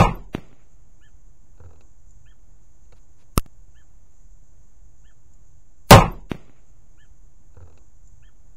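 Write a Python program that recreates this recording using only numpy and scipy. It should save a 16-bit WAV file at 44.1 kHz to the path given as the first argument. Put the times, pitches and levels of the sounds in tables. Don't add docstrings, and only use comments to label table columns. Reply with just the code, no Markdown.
import sys
import numpy as np
from scipy import signal
from scipy.fft import rfft, irfft
from scipy.io import wavfile
from scipy.ndimage import uniform_filter1d

SR = 44100
rng = np.random.default_rng(int(sys.argv[2]) if len(sys.argv) > 2 else 0)


def natural_amplitude(level_db):
    exponent = np.asarray(level_db, float) / 20
    return 10 ** exponent


def generate_wav(signal):
    frames = np.transpose(np.atleast_2d(signal))
    scaled = np.clip(frames, -1, 1) * 32767
    pcm = np.round(scaled).astype(np.int16)
    wavfile.write(sys.argv[1], SR, pcm)


N = 377496

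REPLAY_S, CUT_S = 263145 / SR, 3.46335
LONG = round((CUT_S + REPLAY_S) * SR)
RESTING_STEP_DB = -16


def rms_one(x):
    return x / np.sqrt(np.mean(x ** 2) + 1e-20)


def at_hz(points, hz):
    table = np.array(points)
    return np.interp(np.log(hz), np.log(table[:, 0]), table[:, 1])


def sample(s):
    return round((s + REPLAY_S * (s < CUT_S)) * SR)


def add(into, s, sound):
    part = into[sample(s):sample(s) + len(sound)]
    part += sound[:len(part)]


def seconds(length):
    return np.arange(round(length * SR)) / SR


def ring(x, hz, t60):
    r = natural_amplitude(-60 / (t60 * SR))
    w = 2 * np.pi * hz / SR
    return signal.lfilter([0, np.sin(w)], [1, -2 * r * np.cos(w), r * r], x + 1e-18)


def coloured(spectrum, size):
    hz = np.maximum(np.fft.rfftfreq(size, 1 / SR), 1)
    inside = (hz > spectrum[0][0]) & (hz < spectrum[-1][0])
    white = rfft(rng.standard_normal(size))
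    return rms_one(irfft(white * natural_amplitude(at_hz(spectrum, hz)) * inside, size))


def drift(rate):
    knots = rng.standard_normal(4000)
    return np.interp(np.arange(LONG) * rate / SR, np.arange(len(knots)), knots)


def air():
    # (frequency [Hz], level [dB per Hz])
    field = [(12, -32.5), (20, -6.5), (32, -16.5), (129, -28), (266, -35.5), (298, -38), (333, -34),
             (427, -43), (686, -41), (3350, -60), (6910, -40), (8640, -62.5), (15500, -64.5)]
    far = [(hz, db) for hz, db in field if not 5500 < hz < 8400]
    breeze = coloured([(8, -6.0), (40, -2.5), (150, -19)], size=LONG) * natural_amplitude(-52.5 + 2.8 * drift(7.2))
    return natural_amplitude(-56 + drift(4.1)) * coloured(far, size=LONG) + breeze


def insects():
    # (frequency [Hz], level [dB per Hz])
    chorus = [(5500, -24), (6100, -4.5), (6900, -1.5), (7600, -6), (8200, -26)]
    # (time [s], peak level [dB], frequency [Hz])
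    insect_snaps = [
        (5.3359, -53, 7050),
        (8.0743, -48, 7170),
    ]
    out = natural_amplitude(-70 + 1.3 * drift(32) + 0.79 * drift(4.2)) * coloured(chorus, size=LONG)
    t = seconds(.03)
    for s, peak_db, hz in insect_snaps:
        snap = ring(rng.standard_normal(len(t)) * np.exp(-t / 0.0041), hz, 0.022)
        add(out, s, natural_amplitude(peak_db) * snap / np.abs(snap).max())
    return out


def bird():
    # (start [s], length [s], top of the lower note [Hz], level [dB])
    calls = [
        (3.748, .078, 1785, -62),
        (5.04, .078, 1800, -63),
        (6.976, 0.083, 1760, -60.5),
        (8.223, .075, 1806, -62),
    ]
    # (frequency [Hz], level [dB])
    throat = [(1000, -12), (1450, 1.5), (1580, -7), (1710, -0.5), (1830, -2)]
    out = np.zeros(LONG)
    for s, length, top_hz, level_db in calls:
        u = seconds(length) / length
        wobble = [np.interp(u * 12, np.arange(13), rng.standard_normal(13)) for k in range(3)]
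        low_arch = 1 - 2.7 * np.abs(u - .48) ** 3.0 + 0.011 * wobble[2]
        high_arch = 1 - 0.85 * np.abs(u - .7) ** 3.3 - 4.0 * np.maximum(u - .75, 0) ** 2
        high_arch = high_arch + 0.016 * wobble[2]
        low_db = at_hz(throat, top_hz * low_arch) + 1.9 * wobble[0]
        high_db = -7 + 3.9 * wobble[1] - 7.4 * u ** 3
        low = natural_amplitude(low_db) * np.sin(2 * np.pi * top_hz * np.cumsum(low_arch) / SR)
        high = natural_amplitude(high_db) * np.sin(2 * np.pi * 1.79 * top_hz * np.cumsum(high_arch) / SR)
        call = np.sqrt(2) * np.sin(np.pi * u) ** 0.21 * (low + high)
        for lag, echo_db in [(0, -1.5), (.007, -4.5), (.017, -11.5), (.04, -19)]:
            add(out, s + lag, natural_amplitude(level_db + echo_db) * call)
    return out


def sleeve():
    # (start [s], length [s], level [dB])
    brushes = [
        (2.951, 0.046, -67),
        (3.176, 0.069, -67),
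    ]
    rise_s, hold_s, fall_s = 0.046, .22, 0.09
    out = np.zeros(LONG)
    t = seconds(rise_s + hold_s + fall_s)
    shape = np.minimum(np.minimum(t / rise_s, t[::-1] / fall_s), 1)
    cloth = coloured([(200, 10), (500, 6), (1400, -8.5), (1700, -14.0)], size=len(t))
    add(out, 7.54, natural_amplitude(-65) * shape * cloth)
    for start, length, brush_db in brushes:
        u = seconds(length) / length
        brush = coloured([(900, 3), (5000, -4), (12000, -13)], size=len(u))
        add(out, start, natural_amplitude(brush_db) * np.sin(np.pi * u) * brush)
    return out


def hands():
    # (time [s], peak level [dB], thump level [dB], tick level [dB])
    creaks = [(2.855, -63, -65, -73), (2.923, -47, -51, -54.5), (2.968, -64, -62, -73),
              (3.199, -58, -65, -75), (3.224, -57, -52, -70), (7.544, -53.5, -56, -70),
              (7.568, -42, -38, -67), (7.604, -42, -58, -69), (7.613, -49, -36, -68),
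              (7.625, -44, -46, -67), (7.656, -52, -51, -70), (7.673, -46.5, -48, -67),
              (7.699, -50, -45, -65), (7.724, -57, -50, -66), (7.775, -49, -58, -55.5)]
    out, t = np.zeros(LONG), seconds(.09)
    for s, peak_db, thump_db, tick_db in creaks:
        rub = rng.standard_normal(len(t)) * np.exp(-t / 0.0081)
        scratch = rng.standard_normal(len(t)) * np.exp(-t / 0.0047)
        body = rms_one(ring(rub, 499, 0.023))
        body += 0.73 * rms_one(ring(rub, 850, 0.0064))
        body += 0.4 * rms_one(ring(rub, 1300, 0.016))
        body = signal.sosfilt(signal.butter(8, 1600, fs=SR, output="sos"), body)
        tick = rms_one(ring(scratch, 2640, 0.0055))
        tick += 0.59 * rms_one(ring(scratch, 4020, 0.0052))
        tick += 0.46 * rms_one(ring(scratch, 4000, .0008))
        thump = np.sin(2 * np.pi * 88 * t) * np.exp(-t / 0.036) * np.minimum(t / 0.0036, 1)
        add(out, s, natural_amplitude(peak_db) * body / np.abs(body).max() + natural_amplitude(thump_db - 2) * thump)
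        add(out, s, natural_amplitude(tick_db + 6.5) * tick / np.abs(tick).max())
    return out


def button():
    # (frequency [Hz], level [dB], time to fall 60 dB [s])
    case_modes = [(915, -27, 0.0056), (1280, -9, 0.011), (2720, -23, 0.012), (5700, -7, 0.0064),
                  (9150, -4, 0.0037), (11600, -6, 0.0033)]
    press_s, let_go_s = 3.37724, 3.3955
    out, t = np.zeros(LONG), seconds(.12)
    squeeze = seconds(.1)[::-1]
    add(out, press_s - .1, -.22 * np.exp(-squeeze / .0007) - .045 * np.exp(-squeeze / .015))
    swing_back = .4 * (1 - 1.75 * np.exp(-(t - .0012) / .002)) * np.exp(-t / .013)
    shove = np.where(t < .0012, -.95, swing_back)
    snaps = rng.standard_normal(len(t)) * np.exp(-t / .0008) * .1
    snaps[[22, 57]] += [1, .6]
    case = sum(natural_amplitude(db) * ring(snaps, hz, t60) for hz, db, t60 in case_modes)
    add(out, press_s, shove + case)
    add(out, let_go_s, natural_amplitude(-29.0) * rng.standard_normal(len(t)) * np.exp(-t / 0.0013))
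    return out


def target():
    # (time [s], peak level [dB], length [s])
    smacks = [
        (6.3161, -11, .0034),
        (6.3455, -31, .004),
        (6.3505, -29, .006),
        (6.481, -46, .003),
        (6.496, -41, .004),
    ]
    # (frequency [Hz], level [dB per Hz])
    trees = [(59, -31), (100, -6), (381, -13), (855, -20), (922, -25.5), (1320, -22), (1720, -36),
             (1890, -23.5), (9000, -46), (11700, -61), (19800, -120)]
    out, hit_s = np.zeros(LONG), smacks[0][0]
    for s, peak_db, length in smacks:
        u = seconds(length) / length
        push = np.minimum(u / .1, 1) ** 2 * np.cos(1.5 * np.pi * u) * (1 - .2 * u)
        click = np.eye(1, len(u), 4)[0]
        tip = signal.sosfilt(signal.butter(4, 11 / length, fs=SR, output="sos"), click)
        grit = 0.033 * rng.standard_normal(len(u))
        add(out, s, natural_amplitude(peak_db) * (push + 0.83 * tip / tip.max() + grit))
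    t = seconds(1.0)
    tail = natural_amplitude(-43.5 - 60 * t / .35) + natural_amplitude(-53.5 - 60 * t / 1.32)
    add(out, hit_s + 0.0048, coloured(trees, size=len(t)) * tail)
    swell = natural_amplitude(-69.5) * np.exp(-((t - .26) / .04) ** 2)
    add(out, hit_s, coloured([(700, 2), (2500, 4), (3600, -17)], size=len(t)) * swell)
    return out


def squeak():
    # (time [s], frequency [Hz], level [dB], length [s])
    chirps = [
        (6.118, 13300, -46, 0.011),
        (6.122, 11950, -61, 0.01),
    ]
    out = np.zeros(LONG)
    for s, hz, db, length in chirps:
        t = seconds(length)
        add(out, s, natural_amplitude(db) * np.sin(np.pi * t / length) * np.sin(2 * np.pi * hz * t))
    return out


def bow():
    # (time [s], level [dB])
    blows = [
        (5.9068, 12.5),
        (5.921, 14.5),
        (5.9406, 10),
        (5.985, -1.5),
        (6.0307, -13),
    ]
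    # (frequency [Hz], level [dB], time to fall 60 dB [s])
    limb_modes = [(159.9, -8, .25), (335.3, -10.5, .15), (441.3, -10, .15), (534, -9, 0.17),
                  (783, -5.5, 0.13), (909.6, -7, 0.067), (1056, -6.5, 0.1), (1239, -9, 0.13),
                  (1480, -13, 0.054), (1726, -14.5, 0.037), (2466, -19, 0.12), (2870, -22, 0.023)]
    # (frequency [Hz], level [dB], time to fall 60 dB [s])
    sway_modes = [(41.06, -16, 0.53), (26.95, -11, 0.31), (106.5, 3, .1)]
    # (frequency [Hz], level [dB per Hz])
    rattle = [(40, -7), (160, 1), (280, -10), (500, -6), (1050, -6), (1600, -21), (2500, -17.5),
              (4000, -25.5), (8000, -34.5), (15800, -45.5)]
    # (frequency [Hz], time to fall 60 dB [s])
    rattle_t60 = [(80, 0.45), (300, 0.45), (1000, 0.33), (2500, 0.27), (5000, 0.25), (9000, 0.31),
                  (15000, 0.17)]
    out, t = np.zeros(LONG), seconds(1)
    start, modes = blows[0][0], list(limb_modes) + list(sway_modes)
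    clicks = np.zeros((len(modes), len(t)))
    for s, blow_db in blows:
        chance = rng.standard_normal(len(modes))
        clicks[:, round((s - start) * SR)] = natural_amplitude(blow_db + 3.0 * chance) * np.sign(chance + 0.28)
    shot = sum(natural_amplitude(db - 11.5) * ring(c, hz, t60) for c, (hz, db, t60) in zip(clicks, modes))

    noise = rfft(coloured(rattle, size=len(t)))
    hz, edges = np.fft.rfftfreq(len(t), 1 / SR), np.geomspace(50, 16000, num=18)
    for low, high in zip(edges, edges[1:]):
        band = irfft(noise * ((hz >= low) & (hz < high)), len(t))
        t60 = at_hz(rattle_t60, np.sqrt(low * high))
        slam = natural_amplitude(15 - 60 * t / 0.14)
        slam += natural_amplitude(-14 - 60 * (t - .1) / 0.18) * (t > .1) * (700 < low < 2900)
        patchy_db = 4.4 * np.interp(t * 45, np.arange(46), rng.standard_normal(46))
        shot += band * (natural_amplitude(-6.5 + patchy_db - 60 * t / t60) + slam) * (1 - np.exp(-t / 0.0032))

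    crackle = rng.standard_normal(len(t)) * natural_amplitude(14 - 60 * t / 0.011) * (1 - np.exp(-t / 0.00035))
    sway = natural_amplitude(-3 - 60 * t / .5) * np.sin(2 * np.pi * 40.5 * t)
    add(out, start, shot + crackle + sway)
    answer = natural_amplitude(-61.5) * np.exp(-((t - .21) / .09) ** 2)
    add(out, start, answer * coloured([(1000, 0), (3000, -4), (6000, -11)], size=len(t)))
    trigger = seconds(0.0077)
    add(out, start - .0026, rng.standard_normal(len(trigger)) * natural_amplitude(-32.5 + 14 * trigger / 0.0057))
    return out


def scene():
    # (time [s], depth [dB], recovery [s])
    dips = [
        (5.91, -2, 1),
        (11, -3.5, 0.12),
    ]
    gain_db, t = np.zeros(LONG), seconds(2)
    for s, depth_db, recovery in dips:
        add(gain_db, s, depth_db * np.exp(-t / recovery))
    background = natural_amplitude(gain_db) * (air() + insects() + bird())
    whole = background + sleeve() + hands() + button() + target() + squeak() + bow()
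    cut = round(CUT_S * SR)
    return np.concatenate([whole[LONG - cut:], whole[cut:N]])[None]


def step_db(at_sample):
    # (time [s], step on the blow [dB], step while in debt [dB], debt lasts [s])
    drains = [
        (5.907, -27, 5.5, .37),
        (6.316, -3, 1, .16),
        (3.377, -26, 1, .09),
    ]
    out = np.full(len(at_sample), float(RESTING_STEP_DB))
    for s, fine_db, debt_db, lasts in drains:
        t = (at_sample - sample(s)) / SR
        repaid = np.exp(-np.maximum(t - lasts, 0) / 0.19)
        owed_db = RESTING_STEP_DB + (debt_db - RESTING_STEP_DB) * repaid
        climbing_db = fine_db + 499.5 * np.maximum(t - .012, 0)
        out = np.where(t > -.032, np.minimum(climbing_db, owed_db), out)
    return out


def camera_rounding(x, start_s):
    frame = 941
    lead = frame + round((start_s - 5.888) * SR) % frame
    padded = np.pad(x, (lead, 2 * frame - (lead + len(x)) % frame))
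    n, k = np.arange(2 * frame) + .5, np.arange(frame) + .5
    line_hz = k * SR / 2 / frame
    window = np.sin(np.pi * n / (2 * frame))[:, None]
    basis = window * np.cos(np.pi / frame * np.outer(n + frame / 2, k)) * np.sqrt(2 / frame)
    halves = padded.reshape(-1, frame)
    lines = np.hstack([halves[:-1], halves[1:]]) @ basis
    band_db = 10 * np.log10(uniform_filter1d(lines ** 2, size=41, axis=1) + 1e-14)

    middle = start_s * SR - lead + frame * np.arange(1, len(lines) + 1)
    coarse_db = step_db(middle)[:, None]
    treble_db = 5.5 * np.log2(np.clip(line_hz, 250, 9000) / 2000)
    treble_db = treble_db + 9 * (line_hz > 3600) * np.clip(1 + coarse_db / 10, 0, 1)
    uneven_db = 3 * np.repeat(rng.standard_normal((len(lines), 48)), 20, axis=1)[:, :frame]
    step = natural_amplitude(band_db + np.minimum(coarse_db + treble_db + uneven_db, 10))
    lapse = (rng.random((len(lines), 1)) < .06) & (coarse_db > RESTING_STEP_DB - 1)
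    typical_db = np.median(band_db, axis=1, keepdims=True)
    step = np.maximum(step, lapse * natural_amplitude(typical_db + 11))
    step[:, :6] = 1e-5

    lines[:, line_hz > 15700] = 0
    rounded = np.trunc(lines / step + .4 * np.sign(lines)) * step
    back = rounded @ (basis.T)
    return (back[1:, :frame] + back[:-1, frame:]).ravel()[lead - frame:][:len(x)]


def band_limit(x):
    return signal.sosfilt(signal.butter(12, 15850, fs=SR, output="sos"), x)


def record(dry):
    x = .87 * np.tanh(dry[0] / .87 * (1 + .4 * np.minimum(dry[0] ** 2, 9)))
    cut = round(CUT_S * SR)
    first = camera_rounding(x[:cut], REPLAY_S)
    second = camera_rounding(x[cut:], CUT_S)
    x = np.concatenate([first, second]) + .013
    x[cut - round(.002 * SR):cut] = 0
    return band_limit(x[None])


dry = scene()
out = record(dry)
generate_wav(out)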